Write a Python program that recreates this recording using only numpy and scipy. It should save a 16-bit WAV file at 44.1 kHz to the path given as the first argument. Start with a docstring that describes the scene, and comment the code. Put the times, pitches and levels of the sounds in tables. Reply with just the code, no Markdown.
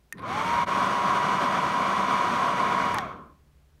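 """A handheld hairdryer, close up, over a work table in a quiet room. The switch snaps on, the motor brushes
tick and a five-bladed fan spins up: a thin whine over a rush of air that rings in the barrel. The air stream
brushes the microphone in soft, low puffs. The switch clicks back through two positions and the fan coasts down,
leaving a faint low hum."""
import sys
import numpy as np
from scipy import signal
from scipy.fft import rfft, irfft
from scipy.io import wavfile

SR = 44100
rng = np.random.default_rng(int(sys.argv[2]) if len(sys.argv) > 2 else 0)


def int16_out(signal):
    """Quantize to a 16-bit WAV file."""
    q = np.round(np.clip(np.atleast_2d(signal).T, -1, 1) * 32767)
    wavfile.write(sys.argv[1], SR, q.astype(np.int16))


N = 167580
T = np.arange(N) / SR
ON_S, OFF_S = .168, 2.931  # motor power

# Room noise spectrum: freq_hz, relative_db
FLOOR_SPECTRUM = [(25, -7), (50, 0), (100, -6), (200, -13), (400, -16), (900, -22.5), (3000, -28.5),
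                  (8000, -35.5), (15500, -37.5)]
# Hum tones: pitch_hz, level_db
HUM_TONES = [(62, -61.5), (74, -64.5), (146, -63.5)]
# Hum envelope: time_s, gain_db
HUM_ENVELOPE = [(.1, -12), (3.4, -2)]
# Switch snaps: start_s, ring_db, tick_db, tick_centre_hz
CLICKS = [(.1246, -26, -41, 6500), (.1262, -35, -29, 9500), (2.9448, -27, -29, 9000),
          (2.9850, -23, -19, 4200), (2.9876, -28, -31, 3000)]
# Plastic handle modes: pitch_hz, level_db, t60_s
HANDLE_MODES = [(1000, -24, .04), (1830, 0, .024), (2060, -6, .016), (2450, -10, .014), (3400, -15, .008),
                (4400, -17, .007), (5600, -19, .008)]
# Turbulence spectrum: freq_hz, relative_db
RUSH_SPECTRUM = [(30, -45), (60, -21), (140, -10.5), (400, -8), (900, -7), (1250, 1), (1800, -11.5),
                 (2800, -18.5), (5000, -29), (7500, -33.5), (10300, -39.5), (15500, -50.5)]
# Barrel and nozzle peaks and notches: centre_hz, half_width_hz, gain_db
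BARREL_RESONANCES = [(206, 112, 6), (583, 26, 5.5), (724, 95, 5.5), (913, 33, -3.5), (976, 8, 0),
                     (1046.6, 93.4, 11.5), (2268, 203, 7), (3394, 385, 6), (4370, 340, 4.5),
                     (5720, 370, 6.5), (6460, 290, 6), (8570, 220, 4.5), (9321, 257, 5), (10350, 457, -4),
                     (11400, 410, 3)]
# Rush growth with fan speed: freq_hz, exponent
RUSH_EXPONENTS = [(100, 1.5), (300, 1.24), (700, 2.94), (1000, 2.45), (3000, 3.74), (8000, 5.1)]
# Rush envelope as the dryer is moved about: time_s, gain_db
RUSH_ENVELOPE = [(.15, 23), (.185, 16.5), (.215, 3), (.26, 1), (.33, 1), (.45, -2), (.7, 0.2), (1.1, 1),
                 (2.5, 0.5), (2.83, 1), (3.0, 0.5), (3.18, 0.5), (3.28, -3), (3.33, -7), (3.42, -15)]
# Rush treble shelf: time_s, gain_db
TREBLE_ENVELOPE = [(.3, 6.5), (.45, 5), (.6, 1), (1.3, -0.5), (2.4, 0), (2.85, -2), (3.1, 1.5)]
# Rush upper-mid band: time_s, gain_db
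MID_ENVELOPE = [(.3, 2), (.6, 3), (.8, -1), (2.55, -.5), (2.75, 2), (3.05, 2), (3.15, -2.5)]
# Depth of the brief dip in the rush: freq_hz, gain_db
DIP_DEPTH = [(150, -13), (1000, -25), (5000, -28)]
# Shaft running speed: time_s, rate_hz
RUN_SPEED = [(.6, 194.3), (.75, 194.5), (.9, 193.7), (1.25, 194.2), (1.5, 194.0), (1.75, 193.5),
             (2.0, 194.6), (2.3, 194.5), (2.55, 193.6), (2.9, 193.9)]
# Whine partials, shaft orders and multiples of 5 from blade passing: shaft_multiple
WHINE_ORDERS = [1, 3, 5, 8, 10, 15, 25, 35]
# Whine partial levels, in the same order: level_db
WHINE_LEVELS_DB = [-43, -54.5, -32, -50, -46.5, -50, -59, -74.5]
# Blade tone envelope: time_s, gain_db
BLADE_ENVELOPE = [(.24, -1), (.33, -.5), (.44, -.5), (.53, 3.5), (.62, 6.5), (.7, -.5), (1, .5), (2.4, .5),
                  (2.85, .5), (2.97, 2.5), (3.03, -1), (3.09, -9)]
# Brush ticks: start_s, level_db
RATTLES = [(.172, -50), (.181, -44), (.192, -42), (.219, -48), (.278, -40), (.291, -39)]
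# Brush tick spectrum: freq_hz, relative_db
RATTLE_SPECTRUM = [(300, -15), (1200, -1), (1900, 1.5), (2800, -13), (3800, -4), (7500, -39), (9500, -17),
                   (14000, -39)]
# Air puffs: centre_s, half_length_s, level_db
PUFFS = [(0.334, .12, -47.5), (.56, 0.15, -44.5), (2.96, 0.13, -45)]
# Puff spectrum: freq_hz, relative_db
PUFF_SPECTRUM = [(25, -26), (60, 4.5), (120, 9), (250, -17.5), (1000, -43)]


def amp(db):
    """Decibels to gain."""
    return 10 ** (np.asarray(db) / 20)


def unit_rms(x):
    """Scales to rms 1."""
    return x / np.sqrt(np.mean(x ** 2) + 1e-20)


def at_time(points, t=T):
    """Interpolates a time curve."""
    return np.interp(t, *np.transpose(points))


def at_freq(points, hz):
    """Interpolates on a log-frequency axis."""
    knots_hz, values = np.transpose(points)
    return np.interp(np.log(hz + 1), np.log(knots_hz + 1), values)


def noise(spectrum, peaks=(), size=N):
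    """Shaped noise with Gaussian peaks, rms 1."""
    hz = np.fft.rfftfreq(size, 1 / SR)
    peaks_db = sum(db * np.exp(-((hz - centre_hz) / width_hz) ** 2) for centre_hz, width_hz, db in peaks)
    gain = amp(at_freq(spectrum, hz) + peaks_db)
    return unit_rms(irfft(rfft(rng.standard_normal(size)) * gain, size))


def wander(rate_hz):
    """Random drift up to rate_hz, rms 1."""
    hz = np.fft.rfftfreq(N, 1 / SR)
    return unit_rms(irfft(rfft(rng.standard_normal(N)) / (1 + (hz / rate_hz) ** 4), N))


def add(mix, start_s, sound):
    """Mixes a sound in at start_s."""
    part = mix[round(start_s * SR):][:len(sound)]
    part += sound[:len(part)]


def background():
    """Faint room noise and a wavering low hum."""
    hum = np.zeros(N)
    for hz, db in HUM_TONES:
        hum += amp(db + 2 * wander(rate_hz=8)) * np.sin(2 * np.pi * (hz * T + rng.random()))
    return amp(-64) * noise(FLOOR_SPECTRUM) + np.sqrt(2) * hum * amp(at_time(HUM_ENVELOPE))


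def switch():
    """Each snap: a sharp contact tick and a short ring of the handle."""
    ring_rise_s, tick_decay_s = .00027, .0008
    out, t = np.zeros(N), T[:SR // 10]
    ring = sum(amp(db - 60 * t / t60_s) * np.sin(2 * np.pi * hz * t) for hz, db, t60_s in HANDLE_MODES)
    ring *= np.minimum(t / ring_rise_s, 1)
    for start_s, ring_db, tick_db, hz in CLICKS:
        tick = noise([(hz / 4, -18), (hz, 0), (hz * 2, -18), (hz * 4, -36)], size=len(t))
        add(out, start_s, amp(ring_db) * ring + amp(tick_db) * tick * np.exp(-t / tick_decay_s))
    return out


def room(x):
    """Adds the short, dull tail of a small room."""
    wet_db, t60_s, predelay_s = -21, .16, .004
    t = T[:SR // 2]
    tail = noise([(1500, 1.5), (10000, -23)], size=len(t)) * amp(-60 * t / t60_s) * (t > predelay_s)
    return x + amp(wet_db) * signal.fftconvolve(x, tail / np.linalg.norm(tail))[:N]


def fan_speed(t):
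    """Exponential spin-up and coast-down, as a share of running speed."""
    spin_up_s, coast_s = .096, .31
    rise = 1 - np.exp(-np.maximum(t - ON_S, 0) / spin_up_s)
    return rise * np.exp(-np.maximum(t - OFF_S, 0) / coast_s)


def dip(t, centre_s=.657, half_width_s=.011):
    """Shape of a brief level dip in rush and whine, 0 to 1."""
    return np.exp(-abs((t - centre_s) / half_width_s) ** 1.32)


def rush():
    """Turbulent air through fixed barrel resonances; swells and brightens with fan speed."""
    treble_hz, mid_hz, mid_width_hz, gust_db = 2476, 2120, 350, .71
    hz, t, bands = signal.stft(noise(RUSH_SPECTRUM, BARREL_RESONANCES), SR, nperseg=256, noverlap=192)
    hz = hz[:, None]
    click_s = CLICKS[0][0]
    min_flow = .1 * np.clip((t - click_s) / (ON_S - click_s), 0, 1) * (t < OFF_S)
    flow = np.maximum(fan_speed(t), min_flow)
    gain_db = at_freq(RUSH_EXPONENTS, hz) * 20 * np.log10(flow + 1e-4) + at_time(RUSH_ENVELOPE, t)
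    gain_db += at_time(TREBLE_ENVELOPE, t) * hz ** 2 / (hz ** 2 + treble_hz ** 2)
    gain_db += at_time(MID_ENVELOPE, t) * np.exp(-((hz - mid_hz) / mid_width_hz) ** 2)
    gain_db += at_freq(DIP_DEPTH, hz) * dip(t)
    air = signal.istft(bands * amp(gain_db), SR, nperseg=256, noverlap=192)[1][:N]
    return air * amp(-26 + gust_db * wander(rate_hz=14))


def whine():
    """Shaft and blade tones track the fan and flutter in the airflow; overtones need full speed."""
    blades, wobble_share, flutter_db, dip_db = 5, .0014, 1.3, -23.5
    speed = fan_speed(T)
    shaft_hz = speed * at_time(RUN_SPEED) * (1 + wobble_share * wander(rate_hz=30))
    turns = np.cumsum(shaft_hz) / SR
    tones = np.zeros(N)
    for order, db in zip(WHINE_ORDERS, WHINE_LEVELS_DB):
        growth = speed ** (2.6 + max(order - blades, 0))
        level_db = db + flutter_db * wander(rate_hz=25) + (order == blades) * at_time(BLADE_ENVELOPE)
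        tones += growth * amp(level_db) * np.sin(2 * np.pi * (order * turns + rng.random()))
    return np.sqrt(2) * tones * amp(dip_db * dip(T))


def rattle():
    """The motor brushes tick on the commutator during spin-up, heard through the handle."""
    rise_s, decay_s = .0015, .006
    out, t = np.zeros(N), T[:SR // 20]
    envelope = np.minimum(t / rise_s, 1) * np.exp(-t / decay_s)
    for start_s, db in RATTLES:
        add(out, start_s, amp(db) * noise(RATTLE_SPECTRUM, size=len(t)) * envelope)
    return out


def puffs():
    """Low buffeting as the air stream brushes the microphone."""
    envelope = sum(amp(db) * np.exp(-((T - centre_s) / half_s) ** 2) for centre_s, half_s, db in PUFFS)
    return noise(PUFF_SPECTRUM) * envelope


def scene():
    """Dryer and background, mono; room tail on switch and rattle only."""
    return (rush() + whine() + puffs() + room(switch() + rattle()) + background())[None]


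def record(dry, cutoff_hz=15800):
    """Low-pass band limit."""
    lowpass = signal.firwin(511, cutoff_hz, window=("kaiser", 9), fs=SR)
    return signal.oaconvolve(dry, lowpass[None], "same")


dry = scene()
out = record(dry)
int16_out(out)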